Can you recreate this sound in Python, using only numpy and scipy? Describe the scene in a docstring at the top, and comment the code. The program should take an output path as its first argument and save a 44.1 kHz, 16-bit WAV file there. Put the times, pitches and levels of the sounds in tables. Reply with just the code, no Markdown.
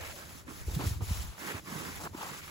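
"""Swishes, crunches and dull thuds: boots wade through deep snow, heard from a hand-held camera just above.
Powder hisses along the legs and snow crunches under the soles: both are many tiny random breaks, coloured.
Collapses are one or two short pushes, mostly low, of sagging pitch. Packing snow adds low slips, a sinking
leg a soft rumble, and one boot a hollow rub; these and the faint air of the quiet garden are shaped noise."""
import sys
import numpy as np
from scipy import signal
from scipy.fft import rfft, irfft, next_fast_len
from scipy.io import wavfile
from scipy.ndimage import uniform_filter1d, map_coordinates

SR = 44100
rng = np.random.default_rng(int(sys.argv[2]) if len(sys.argv) > 2 else 0)


def generate_wav(sig):
    """Save sig (samples, or channels by samples) to the path in sys.argv[1] as 16-bit PCM at SR."""
    pcm = np.round(np.clip(np.atleast_2d(sig).T, -1, 1) * 32767).astype(np.int16)
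    wavfile.write(sys.argv[1], SR, pcm)


N = 110250  # length [samples]

# how alike left and right are in the low sounds: (frequency [Hz], likeness [0 to 1])
BASS_ALIKE = [(60, 1), (400, 0.42)]


def amp(db):
    """Turn decibels into a gain."""
    return 10 ** (np.asarray(db) / 20)


def unit(x):
    """Scale to an rms (average strength) of 1."""
    return x / np.sqrt(np.mean(x ** 2) + 1e-20)


def along(points, hz):
    """Read (frequency [Hz], value) points at hz, on a logarithmic frequency axis."""
    f, v = np.transpose(points)
    return np.interp(np.log(hz + 1), np.log(f + 1), v)


def curve(rows):
    """Join (time [s], value) points by straight lines, one value per sample."""
    s, v = np.transpose(rows)
    return np.interp(np.arange(N) / SR, s, v)


def wobble(rate):
    """Draw a smooth random curve through `rate` random points a second."""
    knots = rng.standard_normal(int(N * rate / SR) + 4)
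    return map_coordinates(knots, [np.arange(N) * rate / SR])


def bursts():
    """Small collapses: random jumps that die away, limited in size, with mean 0 and rms 1."""
    bursts_per_s, decay_s = 110, 0.015
    kicks = (rng.random(N) < bursts_per_s / SR).astype(float)
    decaying = signal.lfilter([1], [1, -np.exp(-1 / (decay_s * SR))], kicks)
    load = np.tanh(decaying)
    return unit(load - load.mean())


def clumped(x):
    """Each clump of snow breaks at pitches of its own for a few milliseconds."""
    clump_db = 2.1  # how unevenly the breaks spread over pitch and time
    z = signal.stft(x, nperseg=256)[2]
    field = rng.standard_normal(z.shape[1:])
    field = uniform_filter1d(field, size=2, axis=0)  # over pitch
    field = uniform_filter1d(field, size=4, axis=1)  # over time
    return signal.istft(z * amp(clump_db * unit(field)), nperseg=256)[1][:, :N]


def grains(rate, spread_db, bed_db):
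    """Two streams of tiny breaks of uneven size, `rate` a second, on a bed of finer ones."""
    breaks = rng.random((2, N)) < rate / SR
    size = amp(spread_db * np.minimum(rng.exponential(size=(2, N)), 3))
    sign = np.sign(rng.standard_normal((2, N)))
    bed = amp(bed_db) * rng.standard_normal((2, N))
    return clumped(unit(breaks * size * sign) + bed)


def placed(pair, colour, alike, pan_db, lead_ms=0):
    """Colour two streams and mix them to left and right at rms 1; the left is ahead by lead_ms."""
    m = next_fast_len(N + 8192)
    hz = np.fft.rfftfreq(m, 1 / SR)
    # the more alike the sides, the less of the second stream
    turn = np.arccos(np.clip(along(alike, hz), -1, 1)) / 2
    mid, side = rfft(pair, m) * colour(hz) * [np.cos(turn), np.sin(turn)]
    # each side takes half of the level difference and half of the lead
    lean = amp(pan_db(hz) / 2) * np.exp(1j * np.pi * hz * lead_ms / 10 ** 3)
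    return unit(irfft([(mid + side) * lean, (mid - side) / lean], m)[:, :N])


def filtered(x, response):
    """Multiply the spectrum of x by a response that depends on frequency."""
    m = next_fast_len(N + 8192)
    return irfft(rfft(x, m) * response(np.fft.rfftfreq(m, 1 / SR)), m)[..., :N]


def swish():
    """Powder slides along boots and trouser legs: many tiny breaks blur into a fine, fluttering hiss."""
    # swish of the legs, one list per leg stroke, before the lift: (time [s], level [dB])
    strokes = [
        [(0.0, -51.5), (0.06, -51), (0.196, -54), (0.222, -56), (0.398, -55.5), (0.45, -71)],
        [(0.472, -61), (0.492, -55), (0.66, -55.5), (.73, -51), (0.752, -43.5), (0.772, -52), (0.874, -44),
         (0.92, -51.5), (1.0, -62.5)],
        [(1.034, -52), (1.09, -47.5), (1.228, -49), (1.266, -54), (1.35, -62.5)],
        [(1.386, -57), (1.396, -51), (1.412, -52.5), (1.48, -46.5), (1.584, -54), (1.62, -64)],
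        [(1.688, -52.5), (1.78, -49), (1.93, -50.5), (2.042, -48.5), (2.078, -58.5), (2.11, -67)],
        [(2.135, -63), (2.148, -57.5), (2.218, -50.5), (2.392, -52.5), (2.422, -61.5), (2.434, -56), (2.5, -55)],
    ]
    # colour of sliding powder: (frequency [Hz], relative level [dB per Hz])
    powder = [(300, -5.5), (1200, -4), (2200, 0), (3000, -1), (4200, -1.5), (5500, 0), (7000, 0.5),
              (9000, -0.5), (12000, -2.5), (15500, -4.5)]
    # how alike left and right are: (frequency [Hz], likeness [values above 1 act as 1])
    powder_alike = [(1500, 0.2), (2800, 0), (3900, 1.04), (5300, 0.03), (6800, 0.8), (8000, 0.4), (9000, 2),
                    (15000, 4.3)]
    # balance of the powder: (frequency [Hz], left against right [dB])
    powder_pan = [(1000, -7), (2300, -0.5), (3500, 4.5), (5300, 5), (7000, -1), (15000, 1)]
    lift_db, flutter_db, wobble_db = 4.5, 1.1, 0.37

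    powder_grains = grains(rate=2800, spread_db=1.0, bed_db=5.5)
    hiss = placed(powder_grains, lambda hz: amp(along(powder, hz)),
                  powder_alike, lambda hz: along(powder_pan, hz))
    level_db = lift_db + curve(np.vstack(strokes))
    return hiss * amp(level_db + flutter_db * bursts() + wobble_db * wobble(400))


def crunch():
    """Snow grains break in bursts under the sole; the hole around the boot rings; load swells and settles."""
    # crunches before the lift: (leg, start [s], peak [s], end [s], peak level [dB], rise to the peak [dB],
    # fall after it [dB], brightness [dB per octave], resonance of the hole [Hz])
    crunches = [ ("right", -.02, 0.04, 0.1266, -45, 0.75, 2.1, 3.3, 2350),
                ("right", .16, .19, .425, -49.5, 2, 8, 0.66, 1400),
                ("right", .468, 0.483, 0.528, -44.5, 12, 6, -1.3, 1220),
                ("right", .53, 0.59, .66, -53.5, 1, 3.2, 0, 1750),
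                ("left", .675, 0.657, .79, -50.5, 3.3, 4.8, 0, 420),
                ("left", .792, 0.8, .862, -40, 0, 2.5, -1.6, 1050),
                ("left", .80, 0.814, .98, -45, 2, 11.5, 3.7, 4200),
                ("left", 1.007, 0.982, 1.045, -45.5, 1, 6, -1.7, 450),
                ("left", 1.06, 1.117, 1.375, -48, 2.7, 8.6, 2.9, 4100),
                ("right", 1.378, 1.49, 1.523, -37.3, 12, 0, 0, 1800),
                ("right", 1.523, 1.55, 1.6, -41.5, 2, 3.4, 0.16, 2250),
                ("right", 1.645, 1.68, 1.915, -44, 11, 0, 0, 1030),
                ("right", 1.915, 1.96, 1.99, -47, 1, 1, 2, 1900),
                ("left", 1.96, 2.06, 2.077, -40.3, 11, 0, -1.1, 1450),
                ("left", 2.13, 2.15, 2.16, -49, 4, 3, -1.3, 420),
                ("left", 2.16, 2.205, 2.295, -39.7, 13, 4.5, 1.6, 1050),
                ("right", 2.29, 2.335, 2.41, -44.5, 1, 6, 1.6, 1250),
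                ("right", 2.415, 2.44, 2.468, -46.3, 4.3, 8, 5.5, 2000),
                ("right", 2.47, 2.53, 2.53, -44.5, 5.2, 0, 1.5, 990)]
    # colour in which each leg reaches the camera: leg -> (frequency [Hz], relative level [dB per Hz])
    crust = {"left": [(60, -40), (180, -9), (350, -1), (580, -5), (900, 0.5), (1250, -2), (1800, -9),
             (2500, -10.5), (4000, -20), (9000, -45)], "right": [(60, -23), (190, 0), (330, 1.5), (700, -6),
             (950, -2.5), (1250, -0.5), (2100, -1), (2900, -7.5), (4000, -14.5), (9000, -35)]}
    # how alike left and right are: (frequency [Hz], likeness [0 to 1])
    crust_alike = [(400, 0.81), (1200, 0.76), (3000, 0.25)]
    # balance of each leg: leg -> (frequency [Hz], left against right [dB])
    crust_pan = {"left": [(400, 2.5), (900, 2), (1800, -6.5), (3000, 7.5)], "right": [(400, -10),
                 (1050, -11), (2000, -1.5), (3500, 6)]}
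    # how far the left channel is ahead: leg -> lead [ms]
    crust_lead_ms = {"left": 0.19, "right": -.18}
    lift_db, burst_db = -0.5, 0.8
    ring_db, ring_octaves = 3, 0.38  # height and width of the resonance
    edge_s = 0.005  # length of the ramp at either end

    t, out = np.arange(N) / SR, np.zeros((2, N))
    for leg, start, peak, end, db, rise_db, fall_db, bright_db, ring_hz in crunches:
        def colour(hz):
            """Leg colour, brightness tilt and resonance of the hole."""
            ring = ring_db * np.exp(-(np.log2((hz + 1) / ring_hz) / ring_octaves) ** 2)
            return amp(along(crust[leg], hz) + bright_db * np.log2(hz + 1) + ring)

        gate = np.clip(np.minimum(t - start, end - t) / edge_s + 0.5, 0, 1)
        peak_inside = np.clip(peak, start, end)
        swell_db = np.interp(t, [start, peak_inside, end], [-rise_db, 0, -fall_db])
        load = gate * amp(db + swell_db)
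        snow = grains(rate=1800, spread_db=0.64, bed_db=-5.5)
        out += load * placed(snow, colour, crust_alike, lambda hz: along(crust_pan[leg], hz),
                             crust_lead_ms[leg])
    return out * amp(lift_db + burst_db * bursts())


def thuds():
    """Snow gives way: each collapse is one or two short pushes, mostly low, whose pitch sags as they die."""
    # pushes of the giving snow: (time of the peak [s], peak level [dB], pitch at the peak [Hz])
    pushes = [(.484, -40, 303), (0.684, -26, 64.3), (.684, -35.5, 393), (0.744, -30.5, 69.6),
              (.771, -24, 153), (.871, -20.5, 90.5), (.916, -26.5, 101), (0.969, -31, 89),
              (1.025, -26, 100), (1.112, -29, 167), (1.118, -21.5, 75.4), (1.204, -31.5, 69),
              (1.288, -38.5, 65), (1.548, -35, 292), (1.552, -34.5, 101), (1.89, -37.5, 205),
              (2.118, -41.5, 96), (2.15, -33, 320), (2.316, -41, 160)]
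    rise_cycles, fall_cycles = 0.72, 1.3
    sag = 0.21  # how fast the pitch falls, as a fraction per cycle

    t, out = np.arange(N) / SR, np.zeros(N)
    for s, db, hz in pushes:
        cycles = np.clip((t - s) * hz, -10, 10)
        width = np.where(cycles < 0, rise_cycles, fall_cycles)
        envelope = np.exp(-np.abs(cycles / width) ** 1.94)
        turns = (1 - np.exp(-sag * cycles)) / sag
        out += amp(db) * envelope * np.cos(2 * np.pi * turns)
    return out


def packing():
    """Deeper snow compacts under the weight in small, low-pitched slips."""
    # snow packing under the weight, before the lift: (time [s], level [dB])
    pack_levels = [(0, -57), (.38, -55), (.44, -57), (.49, -46.5), (.55, -52.5), (.65, -56.5), (.75, -45),
                   (.80, -35), (.86, -42.5), (.97, -54.5), (1.02, -44.5), (1.06, -64), (1.2, -49.5),
                   (1.36, -68.5), (1.46, -59), (1.55, -48.5), (1.62, -59), (1.72, -42), (1.88, -46),
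                   (1.97, -57), (2.06, -46.5), (2.09, -52.5), (2.2, -56), (2.32, -51), (2.5, -58)]
    # colour of packed snow: (frequency [Hz], relative level [dB per Hz])
    packed = [(50, -28), (110, -2), (160, 3), (230, -3.5), (330, -5.5), (500, -14), (900, -41), (3000, -68)]
    lift_db, pan_db = -0.5, -4.0  # the right is the louder side

    slips = placed(grains(rate=320, spread_db=1.2, bed_db=-5.0), lambda hz: amp(along(packed, hz)),
                   BASS_ALIKE, lambda hz: pan_db)
    return slips * amp(lift_db + curve(pack_levels))


def sinking():
    """Deep, soft noise rumbles while the leg goes down."""
    # rumble of a leg sinking in, before the lift: (time [s], level [dB])
    sink_levels = [(0, -48.5), (.2, -60), (.32, -57.5), (.43, -61), (.56, -57), (.61, -48), (.68, -43.5),
                   (1.2, -43), (1.3, -46.5), (1.36, -63), (1.8, -62), (1.95, -49.5), (2.2, -61.5),
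                   (2.5, -60)]
    # colour of the rumble: (frequency [Hz], relative level [dB per Hz])
    deep = [(15, -16), (35, -23), (62, -3.5), (90, -6), (130, -15), (250, -43), (800, -64)]
    lift_db, likeness = 2, 0.3  # likeness of left and right at every pitch

    rumble = placed(rng.standard_normal((2, N)), lambda hz: amp(along(deep, hz)),
                    [(60, likeness)], lambda hz: 0)
    return rumble * amp(lift_db + curve(sink_levels))


def rub():
    """A boot rubs during the first stroke: noise through one resonance gives a narrow, hollow note."""
    # strength of the rub: (time [s], level [dB])
    rub_levels = [(0, -51), (.2, -58), (.47, -78)]
    rub_hz, width_hz = 604, 230

    def ring(hz):
        """Gain of the resonance."""
        return 1 / (1 + (2 * (hz - rub_hz) / width_hz) ** 2)

    note = placed(rng.standard_normal((2, N)), ring, BASS_ALIKE, lambda hz: 5)  # 5 dB to the left
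    return amp(curve(rub_levels)) * note


def air():
    """Coloured noise of steady level makes the faint background of the garden."""
    # colour of the background: (frequency [Hz], relative level [dB per Hz])
    air_colour = [(25, -30), (80, 6.5), (300, -9), (1000, -7), (4000, -21), (15000, -36.5)]
    level_db = -60
    noise = placed(rng.standard_normal((2, N)), lambda hz: amp(along(air_colour, hz)),
                   [(100, 0.24), (2000, 0.41)], lambda hz: 0)
    return amp(level_db) * noise


def scene():
    """Add up all the sounds, close and dry: the snow returns no echo."""
    return swish() + crunch() + thuds() + packing() + sinking() + rub() + air()


def record(dry):
    """Bands of the treble cancel when left and right are summed; nothing is kept above the band limit."""
    # offset between the sides, opposite at odd values: (frequency [Hz], offset [half turns])
    side_offset = [(7200, 0), (8500, 1), (9500, 1), (10500, 2), (11600, 2), (12750, 3), (13650, 3),
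                   (14750, 4)]
    top_hz = 15800

    def half_offset(hz):
        """Each side takes half of the offset, in opposite directions."""
        return np.exp(0.5j * np.pi * np.interp(hz, *np.transpose(side_offset)))

    offset = filtered(dry, lambda hz: np.array([1 / half_offset(hz), half_offset(hz)]))
    return filtered(offset, lambda hz: hz < top_hz)


dry = scene()
out = record(dry)
generate_wav(out)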